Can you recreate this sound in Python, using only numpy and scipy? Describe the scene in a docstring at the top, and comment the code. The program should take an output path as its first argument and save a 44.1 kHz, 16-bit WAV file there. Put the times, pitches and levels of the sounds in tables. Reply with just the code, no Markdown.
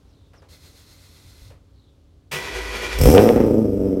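"""A relay clicks over a low room rumble and a fuel pump primes: a V8's cold start in a garage,
heard from behind its tailpipes. The starter slams in and grinds through seven compressions.
The engine catches with a boom and a spit of gas, flares to the point of overload and sinks towards
a lumpy fast idle. Each firing is a pulse that rings pipes and silencer and lets out a noisy puff."""
import sys
import numpy as np
from scipy import signal
from scipy.fft import rfft, irfft
from scipy.io import wavfile
from scipy.ndimage import uniform_filter1d

SR = 44100
rng = np.random.default_rng(int(sys.argv[2]) if len(sys.argv) > 2 else 0)


def transcribe(u):
    """Save the signal u as a 16-bit wav file named by the first command-line argument.

    u: samples, shape (n,) or (channels, n), limited to [-1, 1]; the rate is SR.
    q: integer samples, one column per channel.
    """
    v = np.clip(np.atleast_2d(u).T, -1, 1)
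    q = np.round(v * 32767).astype(np.int16)
    wavfile.write(sys.argv[1], SR, q)


N = 176400
T = np.arange(N) / SR

# room rumble: freq_hz, gain_db
ROOM_SPECTRUM = [(20, -43), (32, -9), (55, 0), (80, 0.5), (130, -10.5), (200, -18), (290, -22), (400, -17),
                 (560, -25.5), (750, -29.5), (1100, -32), (2000, -40), (3750, -36.5), (7500, -45),
                 (15500, -54.5)]
# room rumble: time_s, level_db
ROOM_LEVEL = [(0, -50.5), (1.4, -57.5), (1.7, -53), (2.3, -55)]
# steady hum: pitch_hz, level_db
HUM_PARTIALS = [(91.5, -60), (150.7, -68), (231.5, -71.5), (274.5, -67.5), (306.8, -71), (554.5, -75)]
# faint squeaks: start_s, length_s, start_pitch_hz, level_db
SQUEAKS = [(0.049, 0.34, 4360, -69.5), (.07, .08, 6160, -70), (0.348, 0.068, 6200, -63),
           (1.72, 0.24, 4440, -66)]

# relay and valve clicks: start_s, level_db
RELAY_CLICKS = [(.334, -51.5), (.42, -54.5), (1.503, -51)]
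# one click: freq_hz, gain_db
RELAY_SPECTRUM = [(200, -9), (400, -1), (540, 7.5), (750, -1.5), (1200, -3.5), (2300, -10.5), (4000, -16),
                  (12000, -30)]
# fuel flow: freq_hz, gain_db
FUEL_SPECTRUM = [(180, -49), (300, -28), (372, 1), (404, -7), (468, -4), (781, -11), (1490, -8),
                 (1620, -11), (2040, -9.5), (3280, -9), (4070, -3), (5130, -8.5), (10400, -14),
                 (13100, -14.5), (15500, -23)]
# pump resonances: freq_hz, width_hz, gain_db
PUMP_MODES = [(2040, 77, 3), (4120, 170, 0)]
# soft thumps in the body: start_s, level_db
BODY_THUMPS = [(1.25, -48.5), (1.42, -44)]

# compressions loading the starter: centre_s, boost_db
COMPRESSIONS = [(2.35, 4), (2.458, 4), (2.566, 6), (2.676, 2), (2.757, 7), (2.84, 8), (2.926, 7)]
# starter gear noise: freq_hz, gain_db
GEAR_SPECTRUM = [(100, -16), (230, -5), (400, -0.5), (750, -3), (1500, -5), (2500, -3.5), (4000, -11.5),
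                 (6500, -14.5), (8000, -22), (12500, -24.5), (15500, -39)]
# starter housing resonances: freq_hz, width_hz, gain_db
HOUSING_MODES = [(383, 43, 7), (980, 110, -10), (1474, 39, -4), (1950, 81, 2), (2360, 93, 1),
                 (3250, 230, -4.5)]
# pinion impact: freq_hz, gain_db
CLASH_SPECTRUM = [(80, -32.5), (140, 15), (230, -12), (400, 2), (1500, 1.5), (2700, 9.5), (4000, -4),
                  (6000, -2.5), (9000, -8), (15500, -12)]
# air pumped through the pipes while cranking: time_s, level_db
CRANKING_AIR = [(2.32, -69), (2.5, -50), (2.55, -35.5), (2.72, -33.5), (2.8, -38.5), (2.92, -36.5),
                (2.98, -21), (3.03, -37)]

# crankshaft from the first firing on: time_s, speed_rpm
CRANK_SPEED = [(2.988, 509.0), (3.04, 719.0), (3.14, 1336.0), (3.23, 1678.0), (3.32, 1735.0),
               (3.45, 1722.0), (3.6, 1641.0), (3.72, 1507.0), (3.83, 1454.0), (4.0, 1383.0)]
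# cylinders in firing order, at full imbalance: gain_db
CYLINDERS_DB = [-12, 1, 0, -3, -10, -3, 2, -3]
# imbalance rises, peaks and eases: time_s
IMBALANCE_TIMES_S = [3.18, 3.32, 3.6, 3.8]
# exhaust layers before trim: time_s, boom_db, drone_db, bark_db, rasp_db, hiss_db
EXHAUST_LEVELS = [(2.98, -23, -35, -34, -34, -38), (2.988, -32, -51, -33, -47, -34),
                  (3.008, -13.5, -8, -26, -35, -33), (3.014, -14.5, -25.5, -23.5, -40.5, -27.5),
                  (3.07, -8.5, -20, -10, -29, -26.5), (3.092, -10.5, -8.5, -10, -27, -29),
                  (3.118, -18, -10.5, -10.5, -39, -25), (3.186, -15, -23.5, -4.5, -20, -36.5),
                  (3.218, -21, -13.5, -10.5, -29, -32.5), (3.302, -34, -18.5, -10, -34, -40),
                  (3.346, -23, -15, -15.5, -36, -42.5), (3.374, -26, -13.5, -13.5, -33.5, -46),
                  (3.596, -27.5, -14, -21, -55, -53.5), (3.7, -28.5, -19.5, -28, -59, -57),
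                  (3.892, -28.5, -17.5, -26.5, -54.5, -56), (4.0, -39, -19.5, -31, -57, -61.5)]
# layer trims: boom_db, drone_db, bark_db, rasp_db, hiss_db
EXHAUST_TRIMS_DB = [0.5, 0, 0.34, 1.5, 0.31]
# pipe resonances: freq_hz, width_hz, gain_db
PIPE_MODES = [(237, 42, 0.5), (268, 42, 0), (349, 27, -4.5), (418, 34, 1.5), (471.5, 15, 6), (608, 14, 0),
              (738, 8.1, 3), (888, 11, 10), (1218, 31, 10)]
# low resonances of silencer and garage: freq_hz, width_hz, gain_db
BOOM_MODES = [(54.3, 5.9, 5.5), (67.8, 12.4, 1), (103.1, 4.7, -5.5), (132, 6.3, -2)]
# low pipe drone: freq_hz, gain_db
DRONE_SPECTRUM = [(60, -23.5), (130, -18), (175, -8.5), (240, 0), (350, 1.5), (480, -0.5), (650, -8),
                  (1000, -50)]
# bark of a firing: freq_hz, gain_db
BARK_SPECTRUM = [(120, -15.5), (280, -7.5), (400, 0), (500, 3.5), (620, -6.5), (760, -11), (900, -21.5),
                 (1100, -28), (1400, -33), (3000, -58)]
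# gas rasp: freq_hz, gain_db
RASP_SPECTRUM = [(450, -11), (620, 9.5), (800, 7), (1000, 0.5), (1250, 0.5), (1700, -4), (2600, -8.5),
                 (3500, -18.5), (6000, -25.5)]
# gas hiss: freq_hz, gain_db
HISS_SPECTRUM = [(2500, -1), (4400, -12), (5300, 4), (7000, -10), (8600, -2), (10500, -10), (12000, -0.5),
                 (15500, -9.5)]
# sharp exhaust cracks: start_s, level_db
EXHAUST_CRACKS = [(3.149, -16), (3.1805, -7), (3.2903, -13.5)]

# short spectra: freq_hz, gain_db
FLUTTER_SPECTRUM = [(30, -3), (300, -4.5), (900, -25)]
THUMP_SPECTRUM = [(20, -34), (42, -5.5), (95, -8), (200, -25.5), (600, -45)]
SOLENOID_SPECTRUM = [(90, -27), (125, -6), (142, 2), (160, -7), (220, -28.5)]
CRANKING_SPECTRUM = [(45, -8), (75, 5), (100, -9), (150, -12)]
BOOM_BAND = [(40, 0), (150, 0)]
CRACK_SPECTRUM = [(700, -4), (1500, 2), (2700, 7), (4200, -25), (7000, -41)]

FUEL_ON_S, FUEL_OFF_S, THROB_HZ, THROB_DB, THROB_DECAY_S = 0.484, 1.484, 7.9, 4.5, 0.45
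MOTOR_HZ, MOTOR_WIDTH_HZ = 76, 14
STARTER_ON_S, STARTER_OFF_S, SOLENOID_S, SOLENOID_DB = 2.312, 3.0, 2.33, -35.5
MESH_HZ, MESH_SAG, TOOTH_JITTER_S, TOOTH_SPREAD_DB = 498, .04, .00009, 4
COMPRESSION_SIGMA_S, AIR_HZ = .02, 53
FIRING_SPREAD_DB, FIRING_JITTER_S, VALVE_LEAD_S = 2.5, 0.0004, 0.001208
GARAGE_T60_S, CUTOFF_HZ = 0.57, 15900


def from_db(db):
    """Decibels to gain."""
    return 10 ** (np.asarray(db) / 20)


def unit_rms(x):
    """Scale to rms 1."""
    return x / np.sqrt(np.mean(x ** 2) + 1e-20)


def hold_rms(x):
    """Hold the running rms near 1."""
    power = uniform_filter1d(x * x, size=3000)
    return x / np.sqrt(np.abs(power) + .01 * np.mean(x * x))


def curves(rows):
    """Each value column of a timed table, at every sample."""
    times_s, *columns = np.transpose(rows)
    return [np.interp(T, times_s, column) for column in columns]


def colour(x, spectrum):
    """Minimum-phase filter; falls 28.4 dB an octave beyond the spectrum's ends."""
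    size = 2 ** 14
    hz, db = np.transpose(spectrum)
    octave = np.log2(np.maximum(np.arange(size // 2 + 1) * SR / size, 1))
    beyond = np.maximum(np.log2(hz[0]) - octave, 0) + np.maximum(octave - np.log2(hz[-1]), 0)
    gain_db = np.interp(octave, np.log2(hz), db) - 28.4 * beyond
    cepstrum = irfft(np.log(from_db(gain_db)))
    cepstrum[1:size // 2] *= 2  # fold onto positive time
    cepstrum[size // 2 + 1:] = 0
    return signal.fftconvolve(x, irfft(np.exp(rfft(cepstrum))))[:N]


def noise(spectrum):
    """Coloured noise of rms 1."""
    return unit_rms(colour(rng.standard_normal(N), spectrum))


def resonate(x, modes):
    """Parallel two-pole resonances."""
    out = 0
    for hz, width_hz, db in modes:
        r = np.exp(-np.pi * width_hz / SR)
        poles = [1, -2 * r * np.cos(2 * np.pi * hz / SR), r * r]
        out = out + from_db(db) * (1 - r * r) / 2 * signal.lfilter([1, 0, -1], poles, x + 1e-18)
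    return out


def impulses(times_s, gains):
    """One impulse at each time."""
    return np.bincount(np.clip(times_s * SR, 0, N).astype(int), gains, N + 1)[:N]


def die_away(x, decay_s):
    """Each impulse becomes an exponential decay."""
    return signal.lfilter([1], [1, -np.exp(-1 / (decay_s * SR))], x + 1e-18)


def bursts(events, spectrum, decay_s):
    """Decaying bursts of coloured noise."""
    start_s, level_db = np.transpose(events)
    return die_away(impulses(start_s, from_db(level_db)), decay_s) * noise(spectrum)


def gate(on_s, off_s, attack_s, release_s):
    """Linear attack, hold, exponential release."""
    return np.clip((T - on_s) / attack_s, 0, 1) * np.exp(-np.maximum(T - off_s, 0) / release_s)


def garage(x, wet_db):
    """Direct sound plus a diffuse tail after 8 ms."""
    t = T[:SR // 2]
    tail = rng.standard_normal(len(t)) * from_db(-60 * t / GARAGE_T60_S) * (t > .008)
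    return x + from_db(wet_db) * signal.fftconvolve(x, tail / np.linalg.norm(tail))[:N]


def treble_ripple(x, decay_s=.012, above_hz=3000):
    """A short random filter gives the treble a faint ringing colour."""
    t = T[:SR // 20]
    kernel = rng.standard_normal(len(t)) * np.exp(-t / decay_s)
    treble = signal.sosfilt(signal.butter(2, above_hz, "high", fs=SR, output="sos"), x)
    return 0.73 * x + .35 * signal.fftconvolve(treble, kernel / np.linalg.norm(kernel))[:N]


def background():
    """Low room rumble, a steady hum and faint falling squeaks."""
    hum = sum(from_db(db) * np.sqrt(2) * np.sin(2 * np.pi * (hz * T + rng.random()))
              for hz, db in HUM_PARTIALS)
    out = noise(ROOM_SPECTRUM) * from_db(curves(ROOM_LEVEL)[0]) + hum
    flutter = noise(FLUTTER_SPECTRUM)
    for start_s, length_s, start_hz, db in SQUEAKS:
        progress = np.clip((T - start_s) / length_s, 0, 1)
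        pitch_hz = start_hz * (1 - 0.26 * progress)
        tone = np.sin(2 * np.pi * np.cumsum(pitch_hz) / SR)
        out += from_db(db) * np.sin(np.pi * progress) * flutter * tone
    return out


def priming():
    """Relays click, the body thumps; the fuel pump drones and hisses, throbbing until pressure is up."""
    age_s = np.maximum(T - FUEL_ON_S, 0)
    throb_db = THROB_DB * np.exp(-age_s / THROB_DECAY_S) * np.sin(2 * np.pi * THROB_HZ * (age_s - .02))
    flow = noise(FUEL_SPECTRUM)
    hiss = from_db(-55 + throb_db) * unit_rms(treble_ripple(flow + resonate(flow, PUMP_MODES)))
    hiss *= gate(FUEL_ON_S, FUEL_OFF_S, attack_s=0.0057, release_s=0.038)
    motor = from_db(-53.5) * unit_rms(resonate(rng.standard_normal(N), [(MOTOR_HZ, MOTOR_WIDTH_HZ, 0)]))
    motor *= gate(FUEL_ON_S, FUEL_OFF_S, attack_s=0.036, release_s=.03)
    clicks = bursts(RELAY_CLICKS, RELAY_SPECTRUM, decay_s=0.049)
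    thumps = bursts(BODY_THUMPS, THUMP_SPECTRUM, decay_s=0.14)
    return hiss + motor + clicks + thumps


def starter_gears():
    """Teeth rattle the housing, louder and slower at each compression."""
    load_db = sum(db * np.exp(-.5 * ((T - s) / COMPRESSION_SIGMA_S) ** 2) for s, db in COMPRESSIONS)
    tooth_count = np.cumsum(MESH_HZ * (1 - MESH_SAG * load_db / load_db.max())) / SR
    tooth_s = np.interp(np.arange(int(tooth_count[-1])), tooth_count, T)
    jitter, spread = rng.standard_normal((len(tooth_s), 2)).T
    strikes = impulses(tooth_s + TOOTH_JITTER_S * jitter, from_db(TOOTH_SPREAD_DB * spread))
    whine = from_db(-33.5) * unit_rms(colour(strikes, GEAR_SPECTRUM))
    grind = from_db(-30.5) * noise(GEAR_SPECTRUM)
    drive = (whine + grind) * from_db(load_db)
    drive *= gate(STARTER_ON_S, STARTER_OFF_S, attack_s=0.022, release_s=0.2)
    return garage(drive + resonate(drive, HOUSING_MODES), wet_db=-3) / 2


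def starter():
    """The pinion slams in, the solenoid thuds; the cranked engine rumbles and pumps air."""
    gears = starter_gears()
    clash = from_db(-26.5) * noise(CLASH_SPECTRUM)
    clash *= gate(STARTER_ON_S, STARTER_ON_S + 0.034, attack_s=0.0067, release_s=0.045)
    air = from_db(curves(CRANKING_AIR)[0]) * np.sqrt(2) * np.sin(2 * np.pi * AIR_HZ * T)
    air *= gate(STARTER_ON_S, STARTER_OFF_S, attack_s=.02, release_s=0.067)
    rumble = from_db(-44.5) * noise(CRANKING_SPECTRUM)
    rumble *= gate(STARTER_ON_S, STARTER_OFF_S, attack_s=0.067, release_s=.05)
    thud = bursts([(SOLENOID_S, SOLENOID_DB)], SOLENOID_SPECTRUM, decay_s=0.062)
    return treble_ripple(gears + clash) + air + rumble + thud


def firing_pulses(running):
    """Four pulses a crank turn, uneven in time and strength."""
    firing_count = np.cumsum(curves(CRANK_SPEED)[0] * running) * 4 / 60 / SR
    index = np.arange(int(firing_count[-1]) + 1)
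    jitter, spread = rng.standard_normal((len(index), 2)).T
    firing_s = np.interp(index, firing_count[running], T[running]) + FIRING_JITTER_S * jitter
    imbalance = np.interp(firing_s, IMBALANCE_TIMES_S, [0.17, 1, 0.63, 0.31])
    gain_db = imbalance * np.resize(CYLINDERS_DB, len(index)) + FIRING_SPREAD_DB * spread
    return impulses(firing_s - VALVE_LEAD_S, from_db(gain_db))


def engine():
    """Firings ring pipes and silencer and puff out rasping, hissing gas; the exhaust cracks sharply."""
    running = T >= CRANK_SPEED[0][0]
    pulses = firing_pulses(running)
    pipes = garage(-pulses - resonate(pulses, PIPE_MODES), wet_db=-5.5)
    gas_flow = die_away(pulses, decay_s=0.0031) + .15 * running
    boom = resonate(colour(-pulses, BOOM_BAND), BOOM_MODES)
    drone = colour(pipes, DRONE_SPECTRUM)
    bark = colour(pipes, BARK_SPECTRUM)
    rasp = garage(treble_ripple(gas_flow * noise(RASP_SPECTRUM)), wet_db=-0.5)
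    hiss = garage(treble_ripple(gas_flow * noise(HISS_SPECTRUM)), wet_db=-0.5)
    layers = zip([boom, drone, bark, rasp, hiss], curves(EXHAUST_LEVELS), EXHAUST_TRIMS_DB)
    exhaust = sum(hold_rms(layer) * from_db(db + trim_db) for layer, db, trim_db in layers)
    return exhaust + bursts(EXHAUST_CRACKS, CRACK_SPECTRUM, decay_s=0.0011)


def scene():
    """All sources, mono."""
    return (engine() + starter() + priming() + background())[None]


def record(dry):
    """Soft clip at full scale, then a steep low-pass."""
    clipped = dry / (1 + dry ** 8) ** (1 / 8)
    return signal.sosfilt(signal.ellip(12, .1, 80, CUTOFF_HZ, fs=SR, output="sos"), clipped)


dry = scene()
out = record(dry)
transcribe(out)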